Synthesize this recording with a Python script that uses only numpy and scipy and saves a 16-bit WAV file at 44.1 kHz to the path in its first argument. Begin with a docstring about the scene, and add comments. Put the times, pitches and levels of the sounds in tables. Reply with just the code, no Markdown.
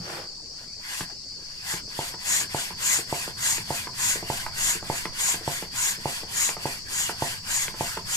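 """A knock and a short scuff on concrete, over steady insect chirr and low outdoor rumble; then a pump
is worked stroke after stroke beside a flat inflatable pool. Each push drives a hissing jet with a faint
nozzle whistle through the hose; each return draws a duller rush of air. As the stroke turns, the barrel
thumps and the frame clacks, echoed by the yard walls."""
import sys
import numpy as np
from scipy import signal
from scipy.fft import rfft, irfft
from scipy.io import wavfile
from scipy.ndimage import uniform_filter1d

SR = 44100
rng = np.random.default_rng(int(sys.argv[2]) if len(sys.argv) > 2 else 0)


def unload_audio(sound):
    """Save the sound as a 16-bit wav file, at the path given as the first command line argument."""
    columns = np.transpose(np.atleast_2d(sound))
    # keep every value between -1 and 1, then stretch to whole-number steps
    steps = np.round(np.clip(columns, -1, 1) * 32767)
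    wavfile.write(sys.argv[1], SR, steps.astype(np.int16))


N = 359856

# Table levels are relative; each source adds its own gain.
# Outdoor noise spectra: f/Hz, density/dB
WIND_SPECTRUM = [(15, 16.5), (25, -17), (45, 16), (65, -16.0), (100, -45)]
DRONE_SPECTRUM = [(50, -15), (80, 1), (125, 1.5), (170, -4), (210, -1.5), (300, -28.5)]
WASH_SPECTRUM = [(88, -10), (150, -6), (298, -5.5), (938, -11.5), (1250, -18), (1980, -16), (3010, -21),
                 (3860, -17), (4580, 4.5), (6460, -9.5), (8120, -15), (14400, -100)]
INSECT_SPECTRUM = [(2120, -59), (3600, -56), (3780, -72), (4070, -8), (4260, -26), (4360, 3.5), (4760, 2.5),
                   (5400, -3.5), (6420, -18), (6520, -14.5), (9000, -21), (11700, -65), (19800, -120)]
# Outdoor envelopes: t/s, level/dB
WIND_LEVELS = [(0.0, -57), (1.4, -52), (4.1, -52), (4.6, -43.5), (6.1, -51.5), (8.16, -48)]
DRONE_LEVELS = [(0.0, -49), (0.45, -58.5), (4.0, -47.5), (6.0, -52), (8.16, -48)]
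INSECT_LEVELS = [(0.0, -40), (3.7, -37.5), (4.4, -38.5), (6.25, -40.5), (6.9, -38.5), (8.16, -40)]
# Drag, return air and jet spectra: f/Hz, density/dB
SCUFF_SPECTRUM = [(71, -33), (120, 0), (289, -11), (350, 2.5), (649, -2), (808, 0), (1040, -6), (1470, -3),
                  (1710, -4.5), (4000, -14), (5200, -47), (8800, -120)]
RUSH_SPECTRUM = [(120, -72), (200, -17), (303, -9), (443, -8.5), (689, -5), (775, -1), (1020, -3.5),
                 (1310, 0), (1490, 6), (2930, 5), (4500, -14), (5850, -57), (9900, -120)]
HISS_SPECTRUM = [(1760, -26), (3000, -30), (3900, 2), (4540, -1.5), (5140, 0), (7180, 2), (8080, 5),
                 (12100, -5), (13700, -1), (14400, -9)]
# Noise-driven resonances: f/Hz, width/Hz, level/dB
SCUFF_RESONANCES = [(347, 37, -2), (504, 38, 1), (813, 53, -2), (1185, 88, -1.5), (1470, 90, -5)]
HOSE_RESONANCES = [(1001, 214, -1), (1636, 44, -3.5), (1967, 270, 0), (2590, 1200, -3.5), (3337, 490, 3)]
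NOZZLE_RESONANCES = [(6140, 730, -8.5), (6825, 600, 2.5), (7320, 600, -1), (8190, 220, -7.5)]
# Pump body modes: f/Hz, level/dB, t60/s
BARREL_MODES = [(142.6, -9, 0.094), (177, -7.5, 0.031), (330, -7, 0.027), (416, -7.5, 0.048),
                (556, -2.5, 0.028), (702, -1, 0.032), (822.5, -4, 0.034), (878, -4.5, 0.069)]
FRAME_MODES = [(132, -4, 0.09), (173.2, -1.5, 0.17), (346, 0, 0.042), (438, 3.5, 0.023), (577, 7.5, 0.01),
               (884, -8.5, 0.06), (995, -6, 0.029), (1695, 1.5, 0.011), (2200, 3, 0.0098)]
# Thumps early in the returns: t/s, level/dB
RETURN_THUMPS = [(1.988, -16), (2.544, -12.5), (3.124, -13), (3.703, -13), (4.298, -13.5), (4.897, -13),
                 (5.475, -12.5), (6.054, -12), (6.653, -13), (7.22, -12), (7.806, -12.5)]
# Clacks, bumps, ticks: t/s, level/dB, centre f/Hz, loss below centre/(dB/octave)
TURN_KNOCKS = [(0.0, -29, 173, 9), (1.008, -27, 171, 1), (0.611, -40.5, 590, 11), (1.006, -20.5, 1760, 4.5),
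               (1.416, -45.5, 410, -3), (1.737, -24, 2020, 1.9), (1.877, -38.5, 500, 7),
               (2.138, -24.5, 950, 7.5), (2.41, -25, 1700, 5), (2.704, -27.5, 920, 4.5),
               (2.987, -24, 450, 11), (3.276, -28, 980, 4), (3.58, -23.5, 1940, 4.5),
               (3.869, -20.5, 980, 11), (4.155, -25.5, 456, 20), (4.226, -26.5, 586, 5),
               (4.462, -17, 990, 15.5), (4.752, -30, 417, 3.5), (4.825, -27, 834, 4.5),
               (5.053, -18, 1420, 5.5), (5.34, -19.5, 1990, 5), (5.409, -31, 430, 14),
               (5.623, -24, 1120, 4.5), (5.983, -36, 400, 5), (6.231, -31, 890, -4),
               (6.489, -17.5, 2230, 5.5), (6.565, -22, 890, 8), (7.091, -15.5, 880, 11),
               (7.679, -21.5, 2110, 5), (7.739, -25.5, 870, 8), (7.969, -16, 1030, 6)]
# Faint hiss of the opening scuff, then pushes and returns:
# start t/s, length/s, peak level/dB, peak position/fraction
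HISS_SWELLS = [(0.0, 0.3, -50.5, 0.4), (0.54, 0.18, -62, 0.43), (0.753, 0.33, -40.5, 0.75),
               (1.02, 0.19, -61, 0.17), (1.287, 0.57, -61, 0.5), (1.588, 0.25, -38.5, 0.57),
               (1.845, 0.35, -41.5, 0.58), (2.158, 0.35, -32.5, 0.57), (2.453, 0.33, -39, 0.45),
               (2.743, 0.34, -31, 0.5), (3.021, 0.36, -39.5, 0.45), (3.331, 0.35, -32, 0.44),
               (3.6, 0.34, -40.1, 0.48), (3.911, 0.36, -32.5, 0.43), (4.196, 0.36, -40, 0.41),
               (4.486, 0.35, -32.5, 0.55), (4.784, 0.36, -39.5, 0.49), (5.098, 0.35, -33, 0.48),
               (5.37, 0.36, -39.5, 0.47), (5.683, 0.33, -32, 0.5), (5.942, 0.35, -40.5, 0.54),
               (6.24, 0.37, -33, 0.51), (6.539, 0.33, -42.5, 0.46), (6.829, 0.36, -33.5, 0.48),
               (7.118, 0.32, -40, 0.49), (7.403, 0.37, -33.5, 0.46), (7.713, 0.36, -39.6, 0.38),
               (8.025, 0.37, -34, 0.35)]
# Left-right coherence: f/Hz, shared power/fraction
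YARD_COHERENCE = [(30, 0.65), (70, 0.82), (150, 1), (400, 0.93), (1000, 0.16), (4500, 0.28), (7000, 0.013)]
PUMP_COHERENCE = [(100, .97), (600, 0.62), (1200, 0.57), (2200, 0.44), (4000, 0.46), (7000, 0.38),
                  (10000, 0.22)]
# Microphone port colour: f/Hz, left over right/dB
PORT_BALANCE = [(200, 2), (500, 2), (1000, -4), (1700, 0.5), (2400, 2.5), (3800, 4.5), (5000, 4.5),
                (6500, 6), (7900, 7), (8600, 4), (9300, -1.5), (10000, -0.5), (11500, 4), (14000, 0.5)]
# Slow microphone turn: t/s, left over right/dB
TURN_BALANCE = [(0, -1.5), (5, -2.5), (6.5, -2.5), (8.16, -2.5)]

WASH_DB = -44
SCUFF_START_S, SCUFF_END_S, SCUFF_DB = 0.11, 0.19, -39
SCUFF_RISE_DB_PER_S, SCUFF_FALL_DB_PER_S = 112, 175
ECHO_T60_S, ECHO_DB, ECHO_BUILD_S = .2, -5, .012
UPPER_LOSS_DB_PER_OCT, CRACK_DB, CRACK_T60_S, KNOCK_BUILD_S = 17, -8.5, .04, 0.0019
SPEED_EXPONENT, LEAK_DB, WHISTLE_ONSET_DB = 2.49, -88.5, -39
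AIR_LAG_S, KNOCK_LAG_S = 0.00017, 0.00004   # right channel
CUTOFF_HZ = 14800


def from_db(db):
    """Decibels to gain."""
    return 10 ** (np.asarray(db) / 20)


def unit_rms(x):
    """Scale to rms 1."""
    return x / np.sqrt(np.mean(x ** 2) + 1e-20)


def over_time(table):
    """Time table, interpolated per sample."""
    return np.interp(np.arange(N) / SR, *np.transpose(table))


def over_hz(table):
    """Frequency table, interpolated per FFT bin on a log axis."""
    hz, values = np.transpose(table)
    bins_hz = np.maximum(np.arange(N // 2 + 1) * SR / N, 1)
    return np.interp(np.log(bins_hz), np.log(hz), values)


def drift(rate_hz):
    """Slow random wander, rms 1."""
    hop, settle = 40, 2000
    r = np.exp(-2 * np.pi * rate_hz * hop / SR)
    slow = signal.lfilter([1], [1, -2 * r, r * r], rng.standard_normal(N // hop + settle + 2))[settle:]
    return np.interp(np.arange(N) / hop, np.arange(len(slow)), unit_rms(slow))


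def noise_pair(coherence, lag_s):
    """Spectra of two partly shared white noises; the right one lags."""
    shared, *own = rfft(rng.standard_normal((3, N)))
    share = np.clip(over_hz(coherence), 0, 1)
    pair = np.sqrt(share) * shared + np.sqrt(1 - share) * np.array(own)
    pair[1] *= np.exp(-2j * np.pi * np.arange(N // 2 + 1) * SR / N * lag_s)
    return pair


def coloured(spectrum, coherence=YARD_COHERENCE, lag_s=0):
    """Shaped stereo noise, rms 1."""
    return unit_rms(irfft(noise_pair(coherence, lag_s) * from_db(over_hz(spectrum)), N))


def patchy(x, depth_db):
    """Uneven turbulence: patches a few hundred Hz wide swell and sink for tens of ms."""
    _, _, cells = signal.stft(x, nperseg=512)
    field = uniform_filter1d(rng.standard_normal(cells.shape[1:]), size=4, axis=0)
    field = uniform_filter1d(field, size=7, axis=1)
    _, uneven = signal.istft(cells * from_db(depth_db * unit_rms(field)), nperseg=512)
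    return unit_rms(uneven[:, :N])


def resonant_noise(resonances, waver_db):
    """Noise twice through each resonance; each level wavers on its own."""
    white, out = irfft(noise_pair(PUMP_COHERENCE, AIR_LAG_S), N), 0
    for hz, width_hz, level_db in resonances:
        r = np.exp(-np.pi * width_hz / SR)
        stage = [1, 0, -1, 1, -2 * r * np.cos(2 * np.pi * hz / SR), r * r]
        band = unit_rms(signal.sosfilt([stage, stage], white))
        out = out + from_db(level_db + waver_db * drift(20)) * band
    return unit_rms(out)


def ring(clicks, hz, t60_s):
    """Damped mode: a unit click starts a unit sine."""
    r, w = from_db(-60 / (t60_s * SR)), 2 * np.pi * hz / SR
    return signal.lfilter([0, np.sin(w)], [1, -2 * r * np.cos(w), r * r], clicks + 1e-18)


def yard():
    """Lumpy wind on the ports, low drone, distant wash."""
    wind = from_db(over_time(WIND_LEVELS) + 1.1 * drift(5.3)) * coloured(WIND_SPECTRUM)
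    drone = from_db(over_time(DRONE_LEVELS) + 1.0 + 1.2 * drift(4.6)) * coloured(DRONE_SPECTRUM)
    wash = from_db(WASH_DB) * patchy(coloured(WASH_SPECTRUM), depth_db=4.5)
    return wind + drone + wash


def insects():
    """Many far singers blur into a narrow, grainy, throbbing band."""
    grain_db, throb_db = 0.44 * drift(80), 0.7 * drift(7.5)
    return from_db(over_time(INSECT_LEVELS) - 2.0 + grain_db + throb_db) * coloured(INSECT_SPECTRUM)


def scuff():
    """Something drags over the ground and rings: swell, hold, fade."""
    t = np.arange(N) / SR
    rise_db = SCUFF_RISE_DB_PER_S * np.maximum(SCUFF_START_S - t, 0)
    fall_db = SCUFF_FALL_DB_PER_S * np.maximum(t - SCUFF_END_S, 0)
    envelope = from_db(SCUFF_DB - rise_db - fall_db + 2.5 * drift(62))
    friction = coloured(SCUFF_SPECTRUM)
    rings = from_db(-6.5) * resonant_noise(SCUFF_RESONANCES, waver_db=1.0)
    return envelope * (friction + rings)


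def wall_echoes(x):
    """Near walls return a dull decaying scatter, partly different per side."""
    t = np.arange(SR // 2) / SR
    left, right, shared = rng.standard_normal((3, len(t)))
    envelope = from_db(-60 * t / ECHO_T60_S) * np.minimum(t / ECHO_BUILD_S, 1) ** 2
    tails = (0.5 * np.array([left, right]) + shared) * envelope
    tails /= np.sqrt(np.sum(tails ** 2, axis=1, keepdims=True))
    tails = signal.sosfilt(signal.butter(1, [250, 1800], "band", fs=SR, output="sos"), tails)
    return from_db(ECHO_DB) * signal.fftconvolve(x[None], tails, axes=1)[:, :N]


def barrel_thumps():
    """Each thump pulls the barrel modes inwards; soft contact acts as a low-pass."""
    starts = [round((start_s + 0.0025) * SR) for start_s, _ in RETURN_THUMPS]
    thump_db = np.array(RETURN_THUMPS)[:, 1]
    spreads_db = 1.5 * rng.standard_normal((len(starts), len(BARREL_MODES)))
    out = np.zeros(N)
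    for (hz, mode_db, t60_s), spread_db in zip(BARREL_MODES, spreads_db.T):
        clicks = np.zeros(N)
        clicks[starts] = from_db(thump_db + mode_db + spread_db)
        out -= ring(clicks, hz, t60_s)
    return signal.sosfilt(signal.butter(4, 1050, fs=SR, output="sos"), out)


def frame_knocks():
    """Each knock rings the frame and cracks near its own pitch; uneven contact scatters mode phases."""
    out, t = np.zeros(N), np.arange(SR // 10) / SR
    hz, mode_db, t60_s = np.transpose(FRAME_MODES)[:, :, None]
    noises = rng.standard_normal((len(TURN_KNOCKS), len(t)))
    phases_rad = rng.uniform(-1.1, 1.14, (len(TURN_KNOCKS), len(FRAME_MODES), 1))
    onset = np.sin(np.pi / 2 * np.minimum(t / KNOCK_BUILD_S, 1)) ** 2
    for knock, noise, phase_rad in zip(TURN_KNOCKS, noises, phases_rad):
        start_s, level_db, centre_hz, lower_db_per_oct = knock
        octaves = np.log2(hz / centre_hz)
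        loss_db = np.where(octaves > 0, UPPER_LOSS_DB_PER_OCT, -abs(lower_db_per_oct)) * octaves
        modes = from_db(mode_db - loss_db - 60 * t / t60_s) * np.sin(2 * np.pi * hz * t + phase_rad)
        band = signal.butter(2, [centre_hz * 0.57, centre_hz * 1.7], "band", fs=SR, output="sos")
        crack = from_db(CRACK_DB - 60 * t / CRACK_T60_S) * unit_rms(signal.sosfilt(band, noise))
        i = round((start_s + 0.0009) * SR)
        out[i:i + len(t)] += from_db(level_db) * onset * (crack - modes.sum(axis=0))
    return out


def flow_level_db():
    """Scuff hiss, then piston strokes: speed follows quarter sines; swells and a leak add as power."""
    start_s, length_s, peak_db, peak_at = np.transpose(HISS_SWELLS)[:, :, None]
    t = np.arange(0, N, 32) / SR
    progress = (t - start_s) / length_s
    speed_up = np.sin(np.pi / 2 * np.clip(progress / peak_at, 0, 1))
    slow_down = np.sin(np.pi / 2 * np.clip((1 - progress) / (1 - peak_at), 0, 1))
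    swells = from_db(peak_db) * (speed_up * slow_down) ** SPEED_EXPONENT
    power = np.sum(swells ** 2, axis=0) + from_db(LEAK_DB) ** 2
    return np.interp(np.arange(N) / SR, t, 10 * np.log10(power))


def pumped_air():
    """Jet hiss, hose rush and nozzle whistle follow the flow and flutter together."""
    flow_db = flow_level_db()
    flutter = from_db(drift(19.3))
    jet = patchy(coloured(HISS_SPECTRUM, PUMP_COHERENCE, AIR_LAG_S), depth_db=1.5)
    hiss = from_db(flow_db + 6.5) * jet
    hose = patchy(coloured(RUSH_SPECTRUM, PUMP_COHERENCE, AIR_LAG_S), depth_db=3.0)
    hose += from_db(-4.5) * resonant_noise(HOSE_RESONANCES, waver_db=2.5)
    rush = from_db(-36.0 + 0.68 * (flow_db + 38)) * hose   # grows slower than the hiss
    gate = 1 / (1 + np.exp(-(flow_db - WHISTLE_ONSET_DB) / 2.0))   # opens once the jet is fast enough
    whistle = from_db(flow_db + 7.5) * gate * resonant_noise(NOZZLE_RESONANCES, waver_db=-1.0)
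    return flutter * (hiss + rush + whistle)


def scene():
    """Pump impacts with echoes, pumped air, scuff, insects and yard, in stereo."""
    bass_cut = signal.butter(2, 80, "high", fs=SR, output="sos")   # a small pump radiates little bass
    impacts = signal.sosfilt(bass_cut, from_db(-7.5) * barrel_thumps() + frame_knocks())
    lagged = np.interp(np.arange(N) - KNOCK_LAG_S * SR, np.arange(N), impacts)
    pump = np.array([impacts, lagged]) + wall_echoes(impacts) + pumped_air()
    return pump + scuff() + insects() + yard()


def record(dry):
    """Slowly turning microphone: two ports of unequal colour, steep treble cut."""
    tilt = from_db(over_hz(PORT_BALANCE) / 2)
    turn = from_db(over_time(TURN_BALANCE) / 2)
    ported = irfft(rfft(dry) * [tilt, 1 / tilt], N) * [turn, 1 / turn]
    return signal.sosfilt(signal.cheby2(20, 80, CUTOFF_HZ, fs=SR, output="sos"), ported)


dry = scene()
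out = record(dry)
unload_audio(out)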